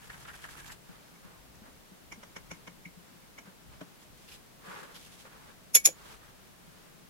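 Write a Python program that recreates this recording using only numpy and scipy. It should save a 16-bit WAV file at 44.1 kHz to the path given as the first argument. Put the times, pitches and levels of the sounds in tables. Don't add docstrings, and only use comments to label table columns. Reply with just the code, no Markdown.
import sys
import numpy as np
from scipy import signal
from scipy.fft import rfft, irfft, next_fast_len
from scipy.io import wavfile

SR = 44100
rng = np.random.default_rng(int(sys.argv[2]) if len(sys.argv) > 2 else 0)


def master_out(mix):
    frames = np.transpose(np.atleast_2d(mix))
    ceiling = np.clip(frames, -1, 1)
    pcm = np.round(ceiling * 32767).astype(np.int16)
    wavfile.write(sys.argv[1], SR, pcm)


N = 312669
BLOW_SIZE, LEAD_SIZE = 16384, 1024
LIFT_OFF_S, LIFT_FADE_S = .732, .014

# frequency in Hz, level in dB per Hz.
FIBRES = [(300, -3.5), (1500, 0.5), (3200, 6), (5000, 2), (7000, 1), (9000, -1), (11500, -1.5),
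          (13500, -8.5), (16000, -25)]


def from_db(db):
    return 10 ** (np.asarray(db) / 20)


def rms_one(x):
    return x / np.sqrt(np.mean(x ** 2, axis=-1, keepdims=True) + 1e-20)


def pan(db):
    return from_db(np.array([[db], [-db]]) / 2)


def colour(x, spectrum):
    hz, db = np.transpose(spectrum)
    size = next_fast_len(x.shape[-1])
    f = np.maximum(np.arange(size // 2 + 1) * SR / size, 1)
    gain = from_db(np.interp(np.log(f), np.log(hz), db))
    shaped = irfft(rfft(x, size) * gain, size)
    return rms_one(shaped[:, :x.shape[-1]])


def resonate(x, modes):
    out = 0
    for hz, width, db in modes:
        r = np.exp(-np.pi * abs(width) / SR)
        feedback = [1, -2 * r * np.cos(2 * np.pi * hz / SR), r * r]
        out = out + from_db(db) * rms_one(signal.lfilter([1, 0, -1], feedback, x))
    return out


def ring(x, modes):
    return sum(resonate(resonate(x, [(hz, width, 0)]), [(hz, width, db)]) for hz, width, db in modes)


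def tilt(modes, slope_db):
    return [(hz, width, db + slope_db * np.log2(hz / 7000)) for hz, width, db in modes]


def soften(x, hz):
    low_pass = signal.butter(2, min(hz, SR / 2 - 1), fs=SR, output="sos")
    return signal.sosfilt(low_pass, x)


def waver(per_s, spread_db):
    steps = rng.standard_normal(4096)
    position = np.arange(N) / SR * per_s
    return from_db(spread_db * np.interp(position, np.arange(len(steps)), steps))


def shifting(x, modes, per_s, spread_db):
    out = 0
    for hz, width, db in modes:
        driven = waver(per_s, spread_db) * resonate(x, [(hz, width, 0)])
        out = out + from_db(db) * rms_one(driven)
    return out


def friction(per_s, spread_db, smear_s):
    sizes = from_db(spread_db * np.minimum(rng.exponential(1, N), 4))
    slips = sizes ** 2 * (rng.random(N) < per_s / SR)
    power = signal.lfilter([1], [1, -np.exp(-1 / (smear_s * SR))], slips + 1e-12)
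    return rms_one(np.sqrt(power) * rng.standard_normal((2, N)))


def envelope(start_s, length_s, attack_s, release_s):
    t = np.arange(N) / SR - start_s
    edges = np.minimum(t, 0) / abs(attack_s) - np.maximum(t - length_s, 0) / abs(release_s)
    return np.exp(np.maximum(edges, -20))


def scrubbing():
    return envelope(0, LIFT_OFF_S, LIFT_FADE_S, LIFT_FADE_S)


def scatter(rise_s, t60, room_db):
    room_t60_s = 0.12
    t = (np.arange(BLOW_SIZE) - LEAD_SIZE) / SR
    after = np.maximum(t, 0)
    swell = np.exp(np.minimum(t, 0) / rise_s)
    decay = from_db(-60 * after / t60) + from_db(room_db - 60 * after / room_t60_s)
    return swell * decay * rng.standard_normal((2, BLOW_SIZE))


def boom(hz, bright_db, width, ring_cycles=22.0, rise_s=0.0025):
    # multiple of the lowest pitch, level in dB before brightness.
    boom_modes = [(1, 0.5), (1.64, -5.5), (2.47, -14), (3.55, -20.5)]
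    t = (np.arange(BLOW_SIZE) - LEAD_SIZE) / SR
    swell = np.exp(np.minimum(t, 0) / rise_s)
    out = 0
    for multiple, db in boom_modes:
        shape = swell * from_db(-60 * np.maximum(t, 0) * hz * multiple / ring_cycles)
        side_phase = np.array([[1], [-1]]) * width * np.pi / 2
        phase = 2 * np.pi * (hz * multiple * t + rng.random()) + side_phase
        level = from_db(db + bright_db * np.log2(multiple))
        out = out + level * rms_one(shape * np.sin(phase))
    return out


def add(out, s, blow):
    start = max(round(s * SR) - LEAD_SIZE, 0)
    part = out[:, start:start + BLOW_SIZE]
    part += blow[:, :part.shape[1]] * np.sqrt(.01 * SR / BLOW_SIZE)


def room_air():
    # frequency in Hz, level in dB per Hz.
    air_spectrum = [(12, -32), (20, -1), (53, -7.5), (98, -6), (175, 0), (238, -4.5), (7950, -21),
                    (13100, -22), (15500, -23)]
    air = from_db(-56) * colour(rng.standard_normal((2, N)), air_spectrum)
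    hum = ring(rng.standard_normal((2, N)), [(172, 76, -71)])
    drone = waver(per_s=4.4, spread_db=3.5) * hum
    return air * pan(db=1.06) + drone * pan(db=7.5)


def hands():
    # start in seconds, length in seconds, rumble in dB.
    leans = [(1.36, 0.42, -62.5), (2.044, 0.11, -62), (2.368, 0.17, -61.5), (3.668, 0.11, -57.5),
             (4.09, .05, -60), (4.33, .06, -61), (6.67, .04, -62)]
    rest_db, scrub_db, lean_edge_s = -70, -62, 0.022
    resting = from_db(rest_db) * waver(per_s=7.6, spread_db=4.0)
    effort = np.hypot(resting, from_db(scrub_db) * scrubbing())
    for s, length_s, db in leans:
        effort = np.hypot(effort, from_db(db) * envelope(s, length_s, lean_edge_s, lean_edge_s))
    return effort * ring(rng.standard_normal((2, N)), [(46.6, 60, 0.5), (104.6, 70, -5)])


def burnisher(stroke_db=5.5):
    # start in seconds, level in dB, pitch in Hz.
    catches = [(0.101, -43.5, 1640), (0.143, -49, 1630), (0.253, -48.5, 1430), (0.283, -48.5, 1300),
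               (0.29, -45.5, 1370), (0.34, -49.5, 1590), (0.4415, -43, 1690), (0.452, -49.5, 1360),
               (0.489, -52, 1650), (0.602, -50, 1600), (0.701, -47, 1610)]
    # frequency in Hz, width in Hz, level in dB.
    wood_modes = [(920, 330, -8.5), (1350, 340, -9), (1690, 230, -4.5), (2250, 300, -13), (3050, 1400, -10)]
    stroke_s, mid_stroke_s = .0772, .054
    rub_db, rub_rise_db_per_s = -58.5, 7
    fibre_db, fibre_rise_db_per_s = -54.5, 5.0
    wallet_hum_db = -7.5

    t = np.arange(N) / SR
    contact = scrubbing()
    pressing_s = np.minimum(t, LIFT_OFF_S)
    rub = contact * from_db(rub_db + rub_rise_db_per_s * pressing_s)
    speed = np.cos(np.pi * (t - mid_stroke_s) / stroke_s) ** 2
    hiss_db = fibre_db + fibre_rise_db_per_s * pressing_s + stroke_db * (speed - 1)
    hiss = contact * from_db(hiss_db)
    slips = friction(per_s=1200, spread_db=3.0, smear_s=.0018)
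    body = rub * shifting(slips, wood_modes, per_s=60, spread_db=6.5)
    for s, db, hz in catches:
        snag = scatter(rise_s=.0025, t60=.05, room_db=-14)
        add(body, s, from_db(db) * resonate(snag, [(hz, 260, 0), (1000, 900, -8)]))
    drone = rub * ring(rng.standard_normal((2, N)), [(148, 32, wallet_hum_db)])
    return soften(body, hz=3830) + hiss * colour(slips, FIBRES) + drone


def handling():
    # start in seconds, length in seconds, attack in seconds, drag in dB, hiss in dB.
    slides = [(0.893, 0.063, .015, -61.5, -73), (1.244, 0.12, 0.027, -63, -76),
              (1.65, 0.028, 0.018, -59, -72), (3.467, 0.014, .01, -57, -70),
              (3.728, .015, .015, -61.5, -65), (4.671, .17, 0.031, -49.5, -56),
              (4.877, 0.088, .02, -58, -62), (5.254, 0.011, .004, -53.5, -65),
              (5.327, .18, 0.028, -60, -65), (5.987, .16, 0.034, -59, -61),
              (6.218, 0.08, 0.022, -62.5, -67)]
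    # start in seconds, length in seconds, level in dB.
    brushes = [(0.507, 0.023, -57), (4.018, .02, -61), (4.178, .08, -63), (4.308, 0.048, -53),
               (4.945, 0.13, -55.5), (5.125, .025, -57), (5.199, 0.019, -54), (6.063, 0.079, -60)]
    # start in seconds, level in dB, pitch in Hz.
    crinkles = [(0.68, -48, 6940), (0.722, -44, 7500), (4.29, -49.5, 2800), (4.322, -48.5, 2590),
                (4.343, -53, 3300), (4.964, -46, 3320), (5.209, -65, 3500)]
    # frequency in Hz, width in Hz, level in dB.
    slide_modes = [(504, 175, -4.5), (922, 260, -5.5), (1155, 270, -5), (1410, 170, -9), (1630, 150, -14),
                   (2130, 350, -30), (2870, 430, -38.5)]
    # frequency in Hz, level in dB per Hz.
    rasp_spectrum = [(100, -0.5), (400, 5), (1200, 14), (2200, -14.5), (4000, -22), (8000, -24),
                     (16000, -36.5)]
    # frequency in Hz, level in dB per Hz.
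    crinkle_spectrum = [(400, -16), (1400, -5), (2800, 0), (5000, 2), (8000, -14), (12000, -2),
                        (16000, -22)]
    idle_drag_db, idle_hiss_db = -74, -72.5
    slide_release_s, brush_attack_s, brush_release_s = 0.027, 0.021, 0.019

    grip = waver(per_s=9, spread_db=5.0)
    drag = from_db(idle_drag_db) * grip
    hiss = from_db(idle_hiss_db) * grip
    for s, length_s, attack_s, drag_db, hiss_db in slides:
        motion = envelope(s, length_s, attack_s, slide_release_s)
        drag = np.hypot(drag, from_db(drag_db) * motion)
        hiss = np.hypot(hiss, from_db(hiss_db) * motion)
    for s, length_s, db in brushes:
        hiss = np.hypot(hiss, from_db(db) * envelope(s, length_s, brush_attack_s, brush_release_s))

    slips = friction(per_s=1200, spread_db=0.0, smear_s=0.0041)
    hollow = soften(shifting(slips, slide_modes, per_s=28, spread_db=2.0), hz=3240)
    rasp_slips = friction(per_s=700, spread_db=4.5, smear_s=0.0027)
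    rasp = from_db(-10) * colour(rasp_slips, rasp_spectrum)
    fibre_slips = friction(per_s=1500, spread_db=1.5, smear_s=0.0022)
    out = drag * (hollow + rasp) + hiss * colour(fibre_slips, FIBRES)
    for s, db, hz in crinkles:
        fold = scatter(rise_s=0.0088, t60=0.07, room_db=-27)
        rustle = from_db(-4) * colour(fold, crinkle_spectrum)
        add(out, s, from_db(db) * (rustle + resonate(fold, [(hz, 600, -7)])))
    return out


def bumps():
    # start in seconds, level in dB, pitch in Hz, stereo width 0-1.
    bump_list = [(.896, -45, 177, 0.9), (1.25, -46, 173, .95), (1.62, -52.5, 215, .2),
                 (1.685, -53.5, 262, .5), (1.92, -50, 189, 0.3), (2.18, -49.5, 213, .3),
                 (2.976, -48.5, 174, 0.34), (3.16, -54, 175, .2), (3.48, -51, 188, .2),
                 (4.685, -47, 186, .4), (4.821, -49.5, 187, 0.65), (5.885, -47.5, 326, .4),
                 (6.681, -55, 161, .4)]
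    out = np.zeros((2, N))
    for s, db, hz, width in bump_list:
        add(out, s, from_db(db) * boom(hz, bright_db=-14, width=width))
    return out


def applicator():
    # start in seconds, leather in dB, shaft ring in dB, tip tick in dB,
    # bench boom in dB, boom brightness in dB per octave.
    dabs = [(1.16, -60, -61, -69, -65, 0), (1.555, -69, -70, -62, -62, 0),
            (2.1255, -45.5, -43.5, -49, -55, 1), (2.235, -46, -62, -56, -58, 0),
            (2.367, -40.5, -45, -48.5, -52, 0), (2.516, -41.5, -44.5, -46.5, -44.5, -2),
            (2.678, -44, -48.5, -54, -50, -2), (2.86, -63, -44, -63, -45, -6.5),
            (3.231, -73, -64, -68, -70, -2), (3.388, -47, -47, -53, -62, -2),
            (3.814, -43, -65, -60, -45.5, 9)]
    # frequency in Hz, width in Hz, level in dB.
    leather_modes = [(327, 310, -9.5), (495, 270, -8.5), (1044, 450, -3), (1387, 520, -6.5),
                     (1660, 810, -11.5), (2810, 790, -10)]
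    # frequency in Hz, width in Hz, level in dB.
    shaft_modes = [(2170, 230, 0.5), (2885, 210, -17)]
    # frequency in Hz, width in Hz, level in dB.
    tip_modes = [(5800, 650, -1.5), (6480, 490, -4), (6870, 480, -12.5), (10300, 1400, -11)]
    boom_hz = 174.4
    out = np.zeros((2, N))
    for s, leather_db, shaft_db, tip_db, boom_db, bright_db in dabs:
        touch = scatter(rise_s=0.0048, t60=0.02, room_db=-4.5)
        knock = from_db(leather_db) * ring(touch, leather_modes)
        tick = from_db(tip_db) * ring(touch, tip_modes)
        add(out, s, knock + tick)
        add(out, s - .002, from_db(shaft_db) * ring(touch, shaft_modes))
        bench = from_db(boom_db) * boom(boom_hz, bright_db, width=0.38)
        add(out, s + 0.0029, bench * pan(db=3.5))
    return out


def clinks():
    # start in seconds, level in dB,
    # brightness in dB per octave, low ring in dB, bench knock in dB, rise in seconds.
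    contacts = [(5.7511, -16.5, 1, -43.5, -39.5, 0.0018), (5.755, -14, 3, -40, -47, 0.0036),
                (5.764, -21, -3, -44, -40.5, .003), (5.7703, -29.5, -2, -27.5, -51.5, .003),
                (5.8542, -23.5, 0.5, -50.5, -58, 0.0037), (5.8588, -13.5, 0.5, -49.5, -48.5, 0.003),
                (5.874, -28, -4.5, -48.5, -39, .004), (5.889, -46, -7, -59.5, -41, 0.0024)]
    # frequency in Hz, width in Hz, level in dB before brightness.
    steel_modes = [(2404, 420, -16), (3424, 210, -19), (5380, 300, -11), (5790, 196, -16),
                   (5720, 330, -10.5), (6550, 389, -8), (8420, 280, -17.5), (10960, 210, -11.5),
                   (11600, 200, -14), (12460, 700, -16.5)]
    # frequency in Hz, width in Hz, level in dB before brightness.
    main_modes = [(6805, 75, -3.5), (11190, 150, -4.5), (11330, 190, -6)]
    # frequency in Hz, width in
    # Hz, level in dB.
    low_modes = [(2246, 25, 0)]
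    # frequency in Hz, width in Hz, level in dB.
    bench_modes = [(440, 45, -4), (505, 30, -2)]
    # frequency in Hz, level in dB per Hz.
    crack_spectrum = [(200, -27), (500, -17), (1100, -12.5), (1900, -7), (4000, -4), (6000, -1), (8000, 0),
                      (9700, -6.5), (12300, -1.5), (13700, -15.5), (15800, -10)]
    out = np.zeros((2, N))
    for s, db, bright_db, ring_db, knock_db, rise_s in contacts:
        touch = scatter(rise_s=rise_s, t60=0.018, room_db=-18.5)
        main_rings = ring(touch, tilt(main_modes, bright_db)) * pan(db=2.0)
        steel = ring(touch, tilt(steel_modes, bright_db)) + main_rings
        crack_noise = scatter(rise_s=rise_s / 2, t60=0.03, room_db=-8.5)
        crack = from_db(-7.5) * colour(crack_noise, crack_spectrum)
        low_ring = from_db(ring_db) * resonate(touch, low_modes)
        knock = from_db(knock_db) * resonate(touch, bench_modes)
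        add(out, s - .002, from_db(db) * steel)
        add(out, s, from_db(db) * crack + low_ring + knock)
    return out


def scene():
    low_sounds = (hands() + bumps()) * pan(db=3.5)
    return room_air() + low_sounds + burnisher() + handling() + applicator() + clinks()


def record(dry):
    cutoff_hz = 15850
    low_pass = signal.ellip(12, .1, 80, cutoff_hz, fs=SR, output="sos")
    return signal.sosfilt(low_pass, np.clip(dry, -1, 1))


dry = scene()
out = record(dry)
master_out(out)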